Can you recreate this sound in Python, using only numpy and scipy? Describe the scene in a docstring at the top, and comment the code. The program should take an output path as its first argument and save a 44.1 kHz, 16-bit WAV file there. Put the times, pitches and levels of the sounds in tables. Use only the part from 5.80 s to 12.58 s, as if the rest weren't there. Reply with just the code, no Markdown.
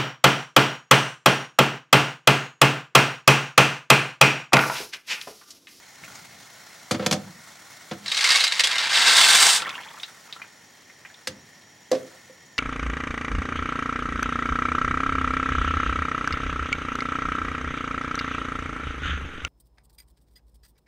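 """Small kitchen, close stereo microphones: a pot boils on a hissing gas hob as a glass lid is set down beside it.
Dry pasta slides in a plastic jug and pours into the water: swarms of ticks colored by the jug wall, and clumps.
The water froths with short bubbles and the boil calms; last pieces and drops plop in as rising sine bubbles.
The jug is put on the worktop. Knocks are noisy clacks over dying modes; flame and boil are shaped noise."""
import sys
import numpy as np
from scipy import signal
from scipy.io import wavfile
from scipy.ndimage import uniform_filter1d

SR = 44100
rng = np.random.default_rng(int(sys.argv[2]) if len(sys.argv) > 2 else 0)


def transcribe(u):
    """Save the signal u as a 16-bit wav file named by the first command-line argument.

    u: samples, shape (n,) or (channels, n), limited to [-1, 1]; the rate is SR.
    q: integer samples, one column per channel.
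    """
    v = np.clip(np.atleast_2d(u).T, -1, 1)
    q = np.round(v * 32767).astype(np.int16)
    wavfile.write(sys.argv[1], SR, q)


N = 298998
T = np.arange(N) / SR
HZ = np.fft.rfftfreq(4096, 1 / SR)
HARD_DB = -10.5  # a blow this loud keeps its full treble

# spectrum of dry pasta ticking in the jug: frequency_hz, density_db (per Hz, relative)
PASTA_COLOUR = [(88, -55), (150, -48), (409, -26), (508, -18.5), (1310, -10), (1410, -11), (2130, -3.5),
                (2450, -5.5), (4000, -2.5), (8620, -14.5), (14700, -36.5), (16500, -35)]
# resonances of the jug wall: frequency_hz, width_hz, height_db (counts half, around a common lift)
JUG_WALL = [(1637, 320, -3), (2124, 98, -2), (2720, 64, -2.5), (3770, 390, -6.5), (4190, 140, -7.5),
            (4695, 170, 0.5), (5420, 150, -4.5), (7950, 1100, -6)]


def gain_of(db):
    """Amplitude factor of a level in dB."""
    return 10 ** (np.asarray(db) / 20)


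def evened(x):
    """Scale to an RMS of one."""
    return x / np.sqrt(np.mean(x ** 2) + 1e-20)


def read(points, hz):
    """Read a table along a logarithmic frequency axis."""
    f, value = np.transpose(points)
    return np.interp(np.log(hz + 1), np.log(f + 1), value)


def curve(rows, t):
    """Read a table along time, in straight lines between its points."""
    return np.interp(t, *np.transpose(rows))


def add(mix, start_s, sound, pan_db=0):
    """Place a sound in the stereo mix; a positive pan_db leans left."""
    part = mix[:, round(start_s * SR):][:, :len(sound)]
    part += sound[:part.shape[1]] * gain_of([[pan_db / 2], [-pan_db / 2]])


def humps(bands, hz, lift_db):
    """Gain in dB of resonances standing on a spectrum."""
    return sum((lift_db + .5 * db) / (1 + (2 * (hz - f) / width) ** 2) for f, width, db in bands)


def coloured(x, db):
    """Causal minimum-phase filter of unit energy with the given dB at 2049 even frequencies."""
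    log_gain = np.log(gain_of(np.maximum(db - db.max(), -100)))
    circle = np.r_[log_gain, log_gain[-2:0:-1]]
    taps = np.fft.ifft(np.exp(circle - 1j * signal.hilbert(circle).imag)).real[:2048]
    return signal.oaconvolve(x, taps / np.linalg.norm(taps))[:len(x)]


def hiss(db_of, patchy_db, flicker_db):
    """Random short-time spectra that drift in patches and flicker as a whole, partly alike in both ears."""
    # likeness of left and right in the background: frequency_hz, likeness (0 to 1)
    likeness = [(60, 0.15), (180, 0.077), (550, 0.59), (1650, 0.88), (4970, 0.87), (15000, 0.9)]
    frames, hz = N // 128 + 5, np.fft.rfftfreq(512, 1 / SR)
    a, b, c, d, patches = rng.standard_normal((frames, 257, 5)).T
    flicker = evened(uniform_filter1d(patches[0], size=3))
    patches = uniform_filter1d(patches, size=6, axis=0)  # across frequency
    patches = evened(uniform_filter1d(patches, size=20, axis=1))  # across time
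    same = np.clip(read(likeness, hz), -1, 1)[:, None]
    left = a + 1j * b
    right = same * left + np.sqrt(1 - same ** 2) * (c + 1j * d)
    level_db = db_of(hz)[:, None] + patchy_db * patches + flicker_db * flicker
    spectra = np.array([left, right]) * gain_of(level_db)
    return evened(signal.istft(spectra, nperseg=512, noverlap=384)[1][:, :N])


def grains(per_s, spread_db, lo_hz, hi_hz, cycles, glide, tick, count=24):
    """Random taps, a few large, each ringing briefly at its own pitch after a dry tick."""
    size = gain_of(spread_db * np.minimum(rng.exponential(1, N), 4))
    size = size * (rng.random(N) < per_s / SR) * rng.choice([-1, 1], N)
    kind, t = rng.integers(0, count, N), np.arange(1024) / SR
    out = tick * size
    for k, hz in enumerate(np.geomspace(lo_hz, hi_hz, count)):
        ringing = np.exp(-t * hz / cycles) * np.sin(2 * np.pi * hz * t * (1 + glide * t * hz / cycles))
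        out = out + signal.oaconvolve(size * (kind == k), ringing / np.linalg.norm(ringing))[:N]
    return evened(out)


def stream(ticks, db, bright_db):
    """Ticks through a colour, their treble (above about 5 kHz) raised or lowered over time."""
    ticks = coloured(ticks, db)
    dull = signal.lfilter(*signal.butter(2, 5000, fs=SR), ticks)
    return evened(dull + (ticks - dull) * gain_of(bright_db))


def ring(modes, chance, spot_hz, spot_db, t):
    """Dying modes, neighbours swinging in opposite senses; those near the struck spot are driven harder."""
    out = 0
    for k, ((hz, db, t60), luck) in enumerate(zip(modes, chance)):
        drive_db = spot_db / (1 + (np.log(hz / spot_hz) / 0.076) ** 2)
        level_db = db + 2.53 * luck + drive_db - 60 * t / t60
        out = out + (-1) ** k * gain_of(level_db) * np.sin(2 * np.pi * hz * t)
    return out


def flame():
    """Burner hiss and kitchen air: steady noise with whistling bands."""
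    # spectrum of burner and air: frequency_hz, density_db (per Hz, relative)
    flame_colour = [(18, -71.5), (30, -48), (101, -0.5), (276, -9.5), (388, -10), (1090, -14.5),
                    (1380, -43), (1890, -12.5), (2670, -19.5), (5590, -22), (7670, -30.5), (15200, -51),
                    (16500, -51)]
    # whistling bands: frequency_hz, width_hz, height_db (counts half, around a common lift)
    whistles = [(1790, 225, -3), (3180, 40, -9.5), (5590, 38, 11), (5940, 52, -2.5), (6810, 130, 10),
                (9500, 48, -10)]
    return gain_of(-52) * hiss(lambda hz: read(flame_colour, hz) + humps(whistles, hz, 16.6), 0.33, 0.55)


def rumble():
    """A low rumble that comes and goes: noise between 75 and 240 Hz."""
    # strength of the rumble: time_s, level_db
    rumble_level = [(.15, -70), (.22, -52.5), (1, -68), (2, -63.5), (2.6, -75), (4.9, -68), (5.46, -68),
                    (5.49, -41), (5.7, -62), (6.78, -61)]
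    band = signal.butter(2, [75, 240], "band", fs=SR, output="sos")
    return gain_of(curve(rumble_level, T)) * evened(signal.sosfilt(band, rng.standard_normal(N)))


def boil():
    """Rolling boil: patchy noise through the pot resonances, with small ringing pops."""
    # spectrum of the boil: frequency_hz, density_db (per Hz, relative)
    boil_colour = [(35, -54), (60, -28), (119, -10.5), (224, -3.5), (326, -21), (475, -24), (559, -8),
                   (724, -3), (1400, -7), (1650, -6), (2190, -6), (2640, -10), (6450, -8), (15000, -23),
                   (16500, -7)]
    # pot resonances: frequency_hz, width_hz, height_db (counts half, around a common lift)
    pot = [(730, 68, -4.5), (1415, 140, 11.5), (1780, 93, -12), (2130, 85, 13), (3610, 130, 0),
           (4200, 150, 4), (6560, 180, -11)]
    # strength; flares as the lid drips, is put down by the cold pasta, stirs once more: time_s, level_db
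    boil_level = [(0, -47), (.2, -47), (.25, -40.5), (.5, -45), (4.2, -45), (4.7, -51), (6.1, -54),
                  (6.2, -46), (6.4, -50.5), (6.78, -56)]
    roll = hiss(lambda hz: read(boil_colour, hz) + humps(pot, hz, 2.8), patchy_db=1.2, flicker_db=1.67)
    pops = coloured(grains(300, 3.5, 800, 9000, cycles=3., glide=.1, tick=.6), read(boil_colour, HZ))
    return gain_of(curve(boil_level, T)) * (roll + gain_of(-27.0) * pops)


def kitchen(x):
    """Sparse reflections of random sign, each band dying at its own speed."""
    # decay of the small kitchen: frequency_hz, t60_s
    decay = [(100, 0.73), (500, 0.35), (2000, 0.2), (8000, 0.13)]
    taps = np.zeros((2, 20000))
    at = np.arange(120, 19980, 20) + rng.integers(0, 20, (2, 993))
    np.put_along_axis(taps, at, rng.choice([-1., 1.], at.shape), 1)
    taps[1] = 0.6 * taps[0] + 0.93 * taps[1]  # close microphones share much of the echo
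    hz, t, z = signal.stft(taps, SR, nperseg=256)
    tail = signal.istft(z * gain_of(-60 * t / read(decay, hz)[:, None]), SR, nperseg=256)[1]
    return signal.fftconvolve(x.mean(0)[None], tail / np.linalg.norm(tail[0]), axes=1)[:, :N]


def knocks(rows, low_modes, high_modes, ring_db, chatter_s, dulling, damping_db_per_s, pan_db):
    """Each blow: a noisy clack, duller when soft, with the stiff part ringing, over the thud of the surface."""
    # spectrum of a hard clack: frequency_hz, density_db (per Hz, relative)
    clack_colour = [(530, -27), (900, -8.5), (1300, -7.5), (3880, -4), (4650, -1), (5590, -3.5),
                    (6010, -0.5), (14400, -18), (15900, -37), (16500, -65)]
    out, t = np.zeros((2, N)), np.arange(16384) / SR
    for (s, clack_db, thud_db, t60, spot_hz), noise in zip(rows, rng.standard_normal((len(rows), 16384))):
        # the surfaces chatter after the first touch
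        contact = 0.17 * noise[:4096] * np.exp(-t[:4096] / chatter_s)
        contact[:8] += 2.
        thud = signal.oaconvolve(ring(low_modes, noise, spot_hz, 14.6, t), contact)[:len(t)]
        # the panel takes a moment to swing; the hand damps it
        thud = thud * np.minimum(t / 0.0012, 1) * gain_of(damping_db_per_s * t)
        ping = ring(high_modes, noise[-30:], spot_hz, 0, t)
        # the clack holds while in contact, then dies
        fade = gain_of(clack_db - 60 * np.maximum(t - .005, 0) / t60) * np.minimum(t / 0.00022, 1)
        colour_db = read(clack_colour, HZ) + dulling * (clack_db - HARD_DB) * np.log2(1 + HZ / 2000)
        clack = coloured(fade * noise, colour_db) + gain_of(ring_db) * fade * ping / abs(ping).max()
        add(out, s, clack + gain_of(thud_db) * thud / abs(thud).max(), pan_db)
    return out


def worktop_knocks():
    """The jug set on the worktop: its stiff base rings over the thud of the board."""
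    # blows: start_s, clack_db, thud_db (peak), clack_t60_s (after contact), spot_hz (mode nearest the spot)
    blows = [(5.472, -24.5, -30, 0.046, 555), (6.115, -27, -10.5, .022, 498),
             (6.1272, -36.5, -14, 0.19, 644), (6.1494, -40.5, -19.5, 0.061, 412),
             (6.4964, -68, -38.5, .055, 520)]
    # worktop modes: frequency_hz, level_db (before chance and spot), t60_s (before damping by the hand)
    worktop = [(133, -15.5, 0.75), (185, -12, 0.23), (246, 0.5, 0.099), (277, -2.5, 0.68), (335, -0.5, 0.1),
               (412, -5, 0.125), (435, -6, 0.12), (516.6, 2, 0.11), (626, -3, 0.092), (721, -5, 0.17),
               (784, -6, .1), (1090, 3.5, 0.019)]
    # jug base modes: frequency_hz, level_db (before chance), t60_s (before the clack's fade)
    jug_base = [(1685, 2.5, 0.029), (2000, 5, 0.027), (3850, -7, .04), (4650, -17, .05), (5190, -1, .05),
                (5720, -8, .04), (6370, -21, .05)]
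    return knocks(blows, worktop, jug_base, ring_db=8.3, chatter_s=0.027, dulling=0.28,
                  damping_db_per_s=-120, pan_db=-1.9)


def hob_knocks():
    """The glass lid rings as it rocks to rest over the thud of the hob; the jug brushes by."""
    # blows: start_s, clack_db, thud_db (peak), clack_t60_s (after contact), spot_hz (mode nearest the spot)
    blows = [(1.1104, -18.5, -14, 0.064, 214), (1.1443, -28.5, -19, .072, 234),
             (1.1954, -33.5, -18.5, 0.23, 216), (1.2244, -35.5, -24.5, 0.26, 480),
             (1.262, -17.5, -14, 0.033, 226), (1.3114, -17, -17, 0.018, 200),
             (1.3244, -18, -15.5, 0.063, 243), (1.3374, -49, -16.5, .036, 184.5),
             (1.4754, -48, -49, .094, 190), (2.1126, -31, -21.5, 0.081, 202)]
    # hob modes: frequency_hz, level_db (before chance and spot), t60_s (before damping by the hand)
    hob = [(106, 0.5, 0.28), (146.7, 4, 0.17), (197.5, 8, 0.12), (237, 6, 0.043), (331.4, 3, 0.21),
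           (408, -6, 0.18), (509, 16, 0.046), (602, 0, 0.5), (730, 8.5, 0.14), (1270, 3, 0.086)]
    # glass lid modes: frequency_hz, level_db (before chance), t60_s (before the clack's fade)
    lid = [(1710, -22, 0.038), (2313, -0.5, 0.07), (3460, 2, 0.058), (4600, -6, .07), (5300, -16, .06),
           (6860, -17, 0.053), (8400, -19, 0.053)]
    return knocks(blows, hob, lid, ring_db=0.97, chatter_s=0.071, dulling=0.74,
                  damping_db_per_s=-120, pan_db=0.28)


def froth():
    """Water churned by the falling pasta: a froth of short bubbles, settling after."""
    # strength of the churning: time_s, level_db
    churn = [(2.3, -51), (2.5, -56), (3.05, -36.5), (3.75, -33), (3.82, -29.5), (3.95, -38.5), (4.18, -48),
             (4.28, -80), (4.5, -53), (4.75, -63)]
    churning = (T > churn[0][0]) & (T < churn[-1][0])
    bubbles = grains(450, 2.6, 850, 3400, cycles=6., glide=.03, tick=.05)
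    return bubbles * gain_of(curve(churn, T)) * churning


def plops():
    """Single drops and pieces meeting the water: the pitch rises as each bubble shrinks, with a little spray."""
    # drops and pieces: start_s, level_db (before the bubble and spray shares), bubble_hz (at the start)
    drops = [(0.236, -30, 2130), (0.2444, -31, 2340), (0.28, -36, 1410), (0.3544, -34, 6340),
             (3.8022, -25.5, 1480), (3.8661, -20.5, 2180), (3.8753, -21.5, 1270), (3.953, -23, 2720),
             (3.98, -25, 1700), (4.0334, -30, 3150), (4.0853, -35, 3330), (4.141, -43, 2350),
             (4.1775, -37, 1300), (4.198, -29.5, 3450), (4.2214, -37, 1420), (4.233, -17, 3645),
             (4.2824, -37, 1440), (4.491, -37.5, 1230), (4.5254, -22, 3610), (4.552, -40, 3770),
             (4.5623, -33, 1270), (4.598, -35, 1380), (4.617, -24, 2320), (4.641, -37, 1510),
             (5.0973, -36.5, 1970), (5.25, -27.5, 1880), (5.256, -34, 2400), (5.3, -37, 1640),
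             (5.3428, -36.5, 3470)]
    out, t = np.zeros((2, N)), np.arange(4096) / SR
    for (s, db, hz), noise in zip(drops, rng.standard_normal((len(drops), 4096))):
        t60 = 0.061 * (2000 / hz) ** 0.37  # seconds; smaller, higher bubbles die sooner
        bubble = np.sin(2 * np.pi * hz * t * (1 + 3.22 * t)) * np.minimum(t / 0.00012, 1)
        spray = coloured(noise, humps([(hz, 1.6 * hz, 0)], HZ, 36.5))
        add(out, s, gain_of(db - 60 * t / t60) * (0.49 * bubble + 0.36 * spray))
    return out


def wall_colour():
    """Spectrum in dB of hard pieces heard through the jug wall."""
    return read(PASTA_COLOUR, HZ) + humps(JUG_WALL, HZ, 4.9)


def sliding_pasta():
    """Hard pieces tick on each other and ring the wall as the jug tips."""
    # rattle of the slide, before surges: time_s, level_db
    flow = [(2.24, -50), (2.3, -33.5), (2.4, -27), (2.46, -20), (2.59, -19), (2.69, -33), (2.75, -23.5),
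            (2.83, -30.5), (3.03, -19), (3.12, -24), (3.3, -16.5)]
    start_s, end_s = flow[0][0], flow[-1][0]
    level = gain_of(curve(flow, T)) * (T > start_s) * (T < end_s)
    # the top pieces click brightly, the packed mass behind them is duller
    bright_db = 3 - 9 * np.clip(T - start_s, 0, end_s - start_s)
    ticks = grains(1400, 2.6, 882, 14840, cycles=16.5, glide=0, tick=1.77)
    return level * stream(ticks, wall_colour(), bright_db)


def pouring_pasta():
    """The stream over the spout swells, peaks, thins and stops; gives a middle and a sideways part."""
    # spectrum of the rush over the spout: frequency_hz, density_db (per Hz, relative)
    rush_colour = [(47, -58), (80, -58), (218, -21.5), (341, -34), (426, -20), (595, -19), (869, -12),
                   (2590, -7.5), (3620, -1), (3960, -3.5), (9040, -2.5), (10800, -17), (15100, -19.5),
                   (16500, -49)]
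    start_s, swell_s, peak_s, end_s = 3.02, 0.14, 3.469, 3.76
    arch_db = -10 - 18.5 * abs(T - peak_s)
    onset_db = -17 * np.clip(1 - (T - start_s) / swell_s, 0, 1)
    stop_db = -420 * np.maximum(T - end_s, 0)
    level = (T > start_s) * gain_of(arch_db + onset_db + stop_db)
    bright_db = -6 + 13 * (np.clip(T, start_s, end_s) - peak_s)  # brightens as the jug empties
    colour_db = read(rush_colour, HZ) + humps(JUG_WALL, HZ, 6.7)
    return [level * stream(grains(4500, 2.56, 704.4, 14900, cycles=9.7, glide=0, tick=1.8), colour_db, bright_db)
            for part in range(2)]


def clumps():
    """Clumps of pasta slip against the wall: noise bursts with a few hard ticks, ringing it at one main pitch."""
    # slips: start_s, level_db (before the burst's own noise), pitch_hz, t60_s
    slips = [(2.2577, -18.5, 3980, 0.084), (2.2793, -11.5, 4000, 0.035), (2.3152, -11.5, 3740, 0.086),
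             (2.3434, -11, 4100, 0.057), (2.367, -10.5, 3850, 0.06), (2.3735, -7.5, 3900, 0.036),
             (2.3864, -15.5, 2130, 0.097), (2.4064, -9.5, 3850, 0.069), (2.4399, -4.5, 2240, .093),
             (2.4634, -10, 2180, .06), (2.4872, -4, 2140, 0.039), (2.5018, -6, 4740, 0.08),
             (2.5239, -11, 4660, 0.15), (2.5474, -9, 2240, .1), (2.557, -4.5, 4100, 0.061),
             (2.5733, -2, 4500, 0.024), (2.604, -9, 4070, 0.085), (2.637, -6, 4970, 0.09),
             (2.6668, -9, 2130, .038), (2.6756, -8.5, 4100, 0.054), (2.7205, -7, 2060, .041),
             (2.7931, -4.5, 1980, 0.076), (2.8023, -2.5, 3700, .038), (2.8355, -5.5, 3350, 0.13),
             (2.87, -3.5, 3730, 0.036), (2.9099, -12.5, 3220, 0.12), (2.981, -6, 3670, .031),
             (3.129, -12.5, 4720, 0.21), (3.2778, -5, 3600, 0.066), (3.379, -2.5, 3630, 0.097),
             (3.5028, -13, 4460, 0.084), (3.5823, -9, 3660, 0.05), (3.7636, -14, 3630, 0.026),
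             (3.8184, -17, 2800, 0.052), (3.8906, -18.5, 3400, 0.035)]
    out, t = np.zeros((2, N)), np.arange(4096) / SR
    wall_db = wall_colour()
    for (s, db, hz, t60), noise in zip(slips, rng.standard_normal((len(slips), 2, 4096))):
        burst = noise[0] * (.5 + 1.4 * (noise[1] > 1.8))  # a few hard ticks stand out
        burst = burst * gain_of(-60 * t / t60) * np.minimum(t / 0.0027, 1)
        # higher clumps carry more treble, and so do harder ones
        treble_db = -2 + 2.5 * np.log2(hz / 4000) + .5 * (db - HARD_DB)
        shelf_db = treble_db / (1 + (6000 / (HZ + 1)) ** 4)
        burst = coloured(burst, wall_db + humps([(hz, 260, 0)], HZ, 8.0) + shelf_db)
        add(out, s, gain_of(db) * burst)
    return out


def pasta():
    """Slide and pour surge at random together, pieces scatter left and right, and clumps land in bursts."""
    slide = sliding_pasta()
    rush, aside = pouring_pasta()
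    surges = uniform_filter1d(rng.standard_normal(N), size=500)
    surges = evened(uniform_filter1d(surges, size=500))
    middle = (slide + rush) * gain_of(1.4 * surges)
    scatter = gain_of(-20.5) * np.outer([1, -1], aside)
    return middle + scatter + clumps()


def scene():
    """Close sounds with their kitchen echo, over the stove and the rumble."""
    background = flame() + rumble() + boil()
    near = worktop_knocks() + hob_knocks() + froth() + plops() + pasta()
    balanced = near * gain_of([[-.2], [.2]])  # leans slightly right
    return background + gain_of(-11.5) * kitchen(near) + balanced


def record(dry):
    """Close microphones hear the bass alike; soft overload on peaks; the bass cut and the band limit."""
    mid, side = dry.mean(0), (dry[0] - dry[1]) / 2
    side = signal.sosfilt(signal.butter(2, [400, 11000], "band", fs=SR, output="sos"), side)
    soft = 0.83 * np.tanh(np.array([mid + side, mid - side]) / 0.99)
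    cut = signal.sosfilt(signal.butter(3, 95, "high", fs=SR, output="sos"), soft)
    band_limit = signal.firwin(511, 16000, window=("kaiser", 9), fs=SR)
    return signal.oaconvolve(cut, band_limit[None], "same", axes=1)


dry = scene()
out = record(dry)
transcribe(out)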